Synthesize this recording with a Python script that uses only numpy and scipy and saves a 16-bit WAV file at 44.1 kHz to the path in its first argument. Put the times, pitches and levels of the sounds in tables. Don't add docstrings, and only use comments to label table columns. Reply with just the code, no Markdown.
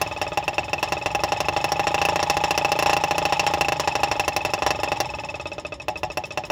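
import sys
import numpy as np
from scipy import signal
from scipy.fft import rfft, irfft
from scipy.io import wavfile
from scipy.ndimage import uniform_filter1d

SR = 44100
rng = np.random.default_rng(int(sys.argv[2]) if len(sys.argv) > 2 else 0)


def to_wav(sig):
    pcm = np.clip(np.atleast_2d(sig), -1, 1) * 32767
    pcm = np.round(pcm).astype(np.int16)
    wavfile.write(sys.argv[1], SR, pcm.T)


def volts_from_db(level):
    exponent = np.asarray(level, float) / 20
    return 10 ** exponent


N = 287091
FULL_SPEED = 28


def rms_one(x):
    return x / np.sqrt(np.mean(x ** 2) + 1e-20)


def coloured(points, size):
    hz = np.arange(1, size // 2 + 2) * SR / size
    point_hz, point_db = np.transpose(points)
    db = np.interp(np.log(hz), np.log(point_hz), point_db, -90, -90)
    return rms_one(irfft(rfft(rng.standard_normal(size)) * volts_from_db(db), size))


def resonance(x, hz, width_hz):
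    r = np.exp(-np.pi * width_hz / SR)
    poles = [1, -2 * r * np.cos(2 * np.pi * hz / SR), r * r]
    return signal.lfilter([(1 - r * r) / 2, 0, (r * r - 1) / 2], poles, x)


def lowpass(x, order, hz, kind="low"):
    return signal.sosfilt(signal.butter(order, hz, kind, fs=SR, output="sos"), x)


def decay(t, t60):
    return np.exp(-np.log(1000) * np.maximum(t, 0) / t60)


def ring(t, hz, t60, rise_s):
    t = np.maximum(t, 0)
    return np.sin(2 * np.pi * hz * t) * decay(t, t60) * (1 - np.exp(-t / rise_s))


def modes(t, table, rise_s, pitch=1):
    return sum(volts_from_db(db) * ring(t, hz * pitch, t60, rise_s) for hz, db, t60 in table)


def detune():
    return 1 + .0025 * rng.standard_normal()


# delay_s, level_db
ECHOES = [(.0049, -3.5), (.0098, -4.5), (.0147, -31)]
# delay_s, level_db
SLAPS = [(.0050, -8.5), (.00695, -5), (.0089, -18), (.0117, -16)]


def shed(x):
    t = np.arange(12000) / SR
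    tail = rng.standard_normal(len(t)) * decay(t, 0.44) * np.minimum(t / 0.03, 1)
    answer = volts_from_db(-21.5) * rms_one(tail) / np.sqrt(len(t))
    for echoes, kind in ((ECHOES, "low"), (SLAPS, "high")):
        clicks = np.zeros(len(t))
        for delay_s, db in echoes:
            clicks[round(delay_s * SR)] = volts_from_db(db)
        answer += signal.lfilter(*signal.butter(1, 1300, kind, fs=SR), clicks)
    answer = signal.lfilter(*signal.butter(1, 3500, fs=SR), answer)
    return x + signal.fftconvolve(x, answer)[:N]


# time_s, speed in cycles per s
SPEED = [(0, 20.145), (.352, 17.755), (1.196, 22.318), (1.539, 24.654), (1.8, 26.063), (2.443, 28.261),
         (2.906, 26.929), (3.463, 27.658), (3.647, 25.759), (4.422, 22.352), (4.958, 22.921),
         (5.741, 12.603), (5.825, 11.649), (6.51, 15.245)]


def flywheel_speed(s):
    return np.interp(s, *np.transpose(SPEED))


# start_s, end_s
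FLOODED = [(.09, .19), (.29, .34), (.66, .70), (.99, 1.03), (4.77, 4.81), (5.07, 5.85), (6.28, 6.33)]
# start_s, end_s
CLEAN = [(1.96, 2.1), (2.175, 2.24), (2.81, 2.98), (3.63, 3.74), (4.64, 4.72)]


def timing():
    push, push_kept = 20.357, .4402
    blast_early_s = .00056
    rows, s, ripple, fired = [], .01484, 0, False
    for _ in range(149):
        clean = any(a < s < b for a, b in CLEAN)
        flooded = any(a < s < b for a, b in FLOODED)
        fired = clean or not (fired or flooded)
        speed = flywheel_speed(s)
        rows.append((s - blast_early_s * fired, speed, fired))
        ripple = push_kept * ripple + push * fired / speed
        s += 1 / (speed + ripple)
    return np.transpose(rows)


CRANK_DB = [-67, -53.5, -55.5, -44, -47]


def crank(t):
    starts = timing()[0]
    turn = np.interp(t, starts, np.arange(len(starts)))
    speed = uniform_filter1d(np.gradient(turn) * SR, size=4000) / FULL_SPEED
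    orders = enumerate(CRANK_DB, 2)
    return speed ** 2 * sum(volts_from_db(db) * np.sin(2 * np.pi * (k * turn + rng.random())) for k, db in orders)


# hz, level_db per Hz
BENCH = [(18, -45), (30, -20), (60, 9.5), (86, 5.5), (164, 2.5), (225, -8), (317, 0), (504, -9), (590, 6),
         (700, -46), (910, -53), (1540, -120)]


def bench_rumble(t):
    wobble = np.exp(-((flywheel_speed(t) - 22.35) / 4.8) ** 2)
    return volts_from_db(-45.5 + 3.5 * wobble + 2.5) * coloured(BENCH, N)


# pitch_hz, level_db, t60_s
KICK = [(74, -31.5, 0.1), (99.6, -13.5, 0.073), (150.3, -16.5, 0.097)]


def bench_kick(t, thump_db):
    return volts_from_db(thump_db + 5.5) * modes(t, KICK, 0.0023)


# time_s, level_db
DRAUGHT = [(0, 4.5), (.5, 1.7), (1.2, 0.8), (2.5, -0.3), (3.5, 0.8), (3.7, -4), (4.0, 1.5), (4.45, -1),
           (4.9, -0.2), (5.2, 0.5), (5.7, -2.5), (6.51, -1.5)]


def draught_db(s):
    return np.interp(s, *np.transpose(DRAUGHT))


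# hz, level_db per Hz
WHIRR = [(530, -4), (900, 8), (1590, -14.5), (1720, -2), (2300, -6), (2630, -3), (3040, -4.5),
         (4150, -12.5), (5410, -19), (7490, -20.5), (8150, -48), (12000, -40), (15500, -24), (16500, -47)]


def running_noise(t, flow):
    db = -38 + 13 * np.log2(flywheel_speed(t) / FULL_SPEED) + 0.89 * draught_db(t)
    whirr = coloured(WHIRR, N)
    return volts_from_db(db) * whirr + flow * lowpass(whirr, 4, 9500)


def valve_flow(t, length, shuts, clack_db):
    return volts_from_db(clack_db - 3.5) * (t < length) * decay(t, 0.17) * decay(t - shuts, 0.0045)


def intake_pipe(t, opens, shuts, intake_db, fired):
    hz, rise_s = (820, .007) if fired else (847, .0018)
    pipe = ring(t - opens, hz * detune(), 0.073, rise_s) * decay(t - shuts, 0.11)
    return volts_from_db(intake_db + 14.0) * pipe


# pitch_hz, width_hz, level_db
VALVE = [(2050, 55, -21), (3690, 220, 1.5), (5270, 180, 4.5), (5320, 120, -2), (6700, 370, -4),
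         (540, 47, -10), (9460, 1100, -22)]


def valve_gear(rattle):
    knocks = lowpass(rattle * rng.standard_normal(N), 6, 10800)
    return volts_from_db(10.0) * sum(volts_from_db(db) * resonance(knocks, hz, width) for hz, width, db in VALVE)


def rattle_swell(t, clack_db, fired):
    chatter = 0.43 * decay(t, 0.0066) + 0.47 * decay(t, 0.086)
    return volts_from_db(clack_db + (-3.0 if fired else 3.0)) * (t > 0) * chatter


# pitch_hz, level_db, t60_s
ROCKER = [(5520, 4, 0.03), (7510, 2.5, 0.018)]


def rocker_arm(t, clack_db):
    return volts_from_db(clack_db + rng.standard_normal()) * modes(t, ROCKER, 0.0024, detune())


# hz, level_db per Hz
JET = [(1470, -16), (2500, -12.5), (2710, 2.5), (3240, -21), (3980, -6), (4810, -6), (5640, -0.5),
       (7860, -13), (8240, -24), (10500, -14), (12700, -11.5), (15200, -17), (16500, -26)]
# pitch_hz, width_hz, level_db
JET_RINGS = [(5420, 27, 5.5), (5744, 17, -52), (10290, 2600, 15.5), (15350, 1300, 19)]


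def jet_noise():
    gusts = rms_one(signal.lfilter([1], [1, -.97], rng.standard_normal(N)))
    gas = coloured(JET, N) * volts_from_db(1.96 * gusts)
    gas = rms_one(gas + sum(volts_from_db(db) * resonance(gas, hz, width) for hz, width, db in JET_RINGS))
    low, under = (signal.sosfiltfilt(signal.butter(2, hz, fs=SR, output="sos"), gas) for hz in (4500, 8200))
    return np.array([low, under - low, gas - under])


SOFT_JET_DB = [5.5, -19, -33]
WARM_DB = [-1.5, -3.5, 0.5]


def jet_swell(t, length, clack, hiss_db, fired, warm):
    top_db = 6 * np.log2(length * FULL_SPEED)
    spit_db = np.c_[[1.8, 2.1, 2.8]] * rng.standard_normal((3, 1))
    db = hiss_db + 3.5 + spit_db + np.c_[[0, 0, fired * top_db]]
    db = db + (1.5 - fired) * np.c_[SOFT_JET_DB] + warm * np.c_[WARM_DB]
    stages = decay(t - .006, 0.012) + 0.31 * decay(t, np.c_[[.09, .1, .06]])
    blow = volts_from_db(db) * stages * (1 - np.exp(-t / (.0003 if fired else .004)))
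    leak_db = np.c_[[-51, -54, -58]] + 2 * top_db + 2 * rng.standard_normal()
    leak = volts_from_db(leak_db) * decay(t - clack, 0.1) * np.clip((t - clack) / 0.012, 0, 1)
    return blow + warm * (1 - fired) * leak


# pitch_hz, level_db, t60_s
HEAD = [(5540, -1, 0.035), (5526, -10.5, 0.016)]


def cylinder_head(t, hiss_db):
    return volts_from_db(hiss_db + 3.8 * rng.standard_normal()) * modes(t, HEAD, 0.00027, detune())


# pitch_hz, level_db, t60_s
BOOM = [(619.8, -1, 0.036), (745, -8, 0.25), (846.7, -4.5, 0.16)]


def cylinder_boom(t, length, thump_db):
    gain = volts_from_db(thump_db) * (length / 0.032) ** 1.8
    return gain * modes(t, BOOM, 0.011) * decay(t - 0.71 * length, 0.046)


def exhaust_port(t, clack, port_db, fired):
    hz, t60, rise_s = (2659, 0.021, .0003) if fired else (2590, 0.038, .0012)
    port = ring(t, hz * (1 + 0.0045 * rng.standard_normal()), t60, rise_s)
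    return volts_from_db(port_db + 11.0) * port * decay(t - clack, 0.074)


# pitch_hz, fired_db, misfired_db, t60_s
EXHAUST = [(317, -32, -20, 0.11), (348.2, -8, -11, 0.1), (496, -38.5, 2, 0.0077), (518.4, -6, -11, 0.036),
           (574, 1, 3.5, 0.019), (749, -11, -54, 0.098), (819, -6.5, -22, 0.028), (960, 9.5, -18, 0.0066),
           (1060, -11.5, -16, 0.043), (1245.5, -15, -8, 0.084), (1724, -4, -56, 0.026),
           (1876, -13, -40, 0.081), (3482, -7, -6.5, 0.019)]


def exhaust_body(t, length, thump_db, fired):
    stretch = (length / 0.24) ** 0.07
    rise_s = .0003 if fired else .0004
    body = 0
    for hz, hot_db, cold_db, t60 in EXHAUST:
        db = (hot_db if fired else cold_db) + 1.0 * rng.standard_normal()
        body = body + volts_from_db(db) * ring(t, hz * detune(), t60 * stretch, rise_s)
    return volts_from_db(thump_db + 4.0) * body


# full_speed_db, lost_at_half_speed_db, spread_db
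FIRED = [
    (-17.5, 4, 0.1),
    (-21, 4, 0.5),
    (-23, 8.5, 1.4),
    (-27.5, 0.5, 4.5),
    (-31.5, 10, 2.5),
]
# full_speed_db, lost_at_half_speed_db, spread_db
MISFIRED = [
    (-28.5, 1.5, 3.6),
    (-33.5, -2, 1.7),
    (-45, -2, 1.8),
    (-34, 1, 1.2),
    (-36.5, 19.5, 0.42),
]
# start_s, thump_db, port_ring_db, jet_hiss_db
ODD = [(.015, -0.5, 0.5, 7), (.479, -0.5, 4.5, 0), (.582, 0.5, 5.5, -6), (.732, -1.5, 3.5, 0),
       (1.236, 2, -3.5, 3), (1.484, 1, 4, -1.5), (1.564, .5, -1.5, -6.5), (1.72, -1, -27, 3),
       (1.979, -6, -0.5, -20), (2.051, -1.5, 3.5, 1), (2.158, .5, -2, -3), (2.193, -5, -7, -15),
       (2.229, 0, -17, 3), (2.368, 0, -3.5, 0), (2.648, -0.5, 3.5, 0.5), (2.718, -0.5, 1.5, 1),
       (2.895, 0.5, 0.5, -2), (3.181, -1, -1, .5), (3.394, -2.5, 2, 0.5), (3.466, -2, 3, -2),
       (3.608, 1, 5, 4.5), (3.647, -10, -.5, -12), (3.797, -1.5, -34, 2.5), (4.194, -.5, 2, 1.5),
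       (4.278, 1, -4, 4), (4.364, -1, 1.5, 5.5), (4.663, 2, -4.5, 4), (4.705, 2, 1, 5), (4.833, -1, -4, 1),
       (5.002, .5, -18, 7)]


def cycles():
    s, speed, fired = timing()
    hot, cold = np.transpose(FIRED)[..., None], np.transpose(MISFIRED)[..., None]
    full_db, half_db, spread_db = np.where(fired, hot, cold)
    chance = spread_db * rng.standard_normal((5, len(s)))
    for when, *extra_db in ODD:
        chance[:3, np.argmin(abs(s - when))] = extra_db
    db = full_db + half_db * np.log2(speed / FULL_SPEED) + chance
    db[-1] += draught_db(s)
    db[0] += 0.28 * (1 - fired) * draught_db(s)
    return np.vstack([s, db, fired]).T


def engine():
    rows = cycles()
    lengths = np.diff(rows[:, 0], append=rows[-1, 0] + 0.083)
    after_firing = np.roll(rows[:, -1], 1)
    t = np.arange(4000) / SR
    tones, intake, rattle, flow, kick = np.zeros((5, N + 8000))
    jet = np.zeros((3, N + 8000))
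    for row, length, warm in zip(rows, lengths, after_firing):
        s, thump_db, port_db, hiss_db, clack_db, intake_db, fired = row
        clack = 0.23 * length
        opens = 0 if fired else 0.25 * length
        shuts = (0.94 if fired else 0.58) * length
        span = slice(round(s * SR), round(s * SR) + len(t))
        tones[span] += exhaust_body(t, length, thump_db, fired) + exhaust_port(t, clack, port_db, fired)
        tones[span] += cylinder_head(t, hiss_db) + fired * cylinder_boom(t, length, thump_db)
        tones[span] += rocker_arm(t - clack, clack_db)
        intake[span] += intake_pipe(t, opens, shuts, intake_db, fired)
        kick[span] += bench_kick(t, thump_db)
        jet[:, span] += jet_swell(t, length, clack, hiss_db, fired, warm)
        rattle[span] += rattle_swell(t - clack, clack_db, fired)
        flow[span] += valve_flow(t, length, shuts, clack_db)
    return tones[:N], intake[:N], jet[:, :N], rattle[:N], flow[:N], kick[:N]


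def scene():
    tones, intake, jet, rattle, flow, kick = engine()
    t = np.arange(N) / SR
    bench = bench_rumble(t) + crank(t) + kick
    near = tones + 0.93 * intake + np.sum(jet * jet_noise(), axis=0) + valve_gear(rattle)
    near = lowpass(near, 6, 265, "high")
    return (volts_from_db(-2.0) * shed(near) + 1.95 * intake + bench + running_noise(t, flow))[None]


def roll_off(x):
    return signal.sosfilt(signal.butter(12, 16990, fs=SR, output="sos"), x)


def record(dry):
    x = lowpass(dry, 2, 52, "high")
    x = lowpass(x, 10, 15900)
    return roll_off(1.205 * np.tanh(x / 1.187))


dry = scene()
out = record(dry)
to_wav(out)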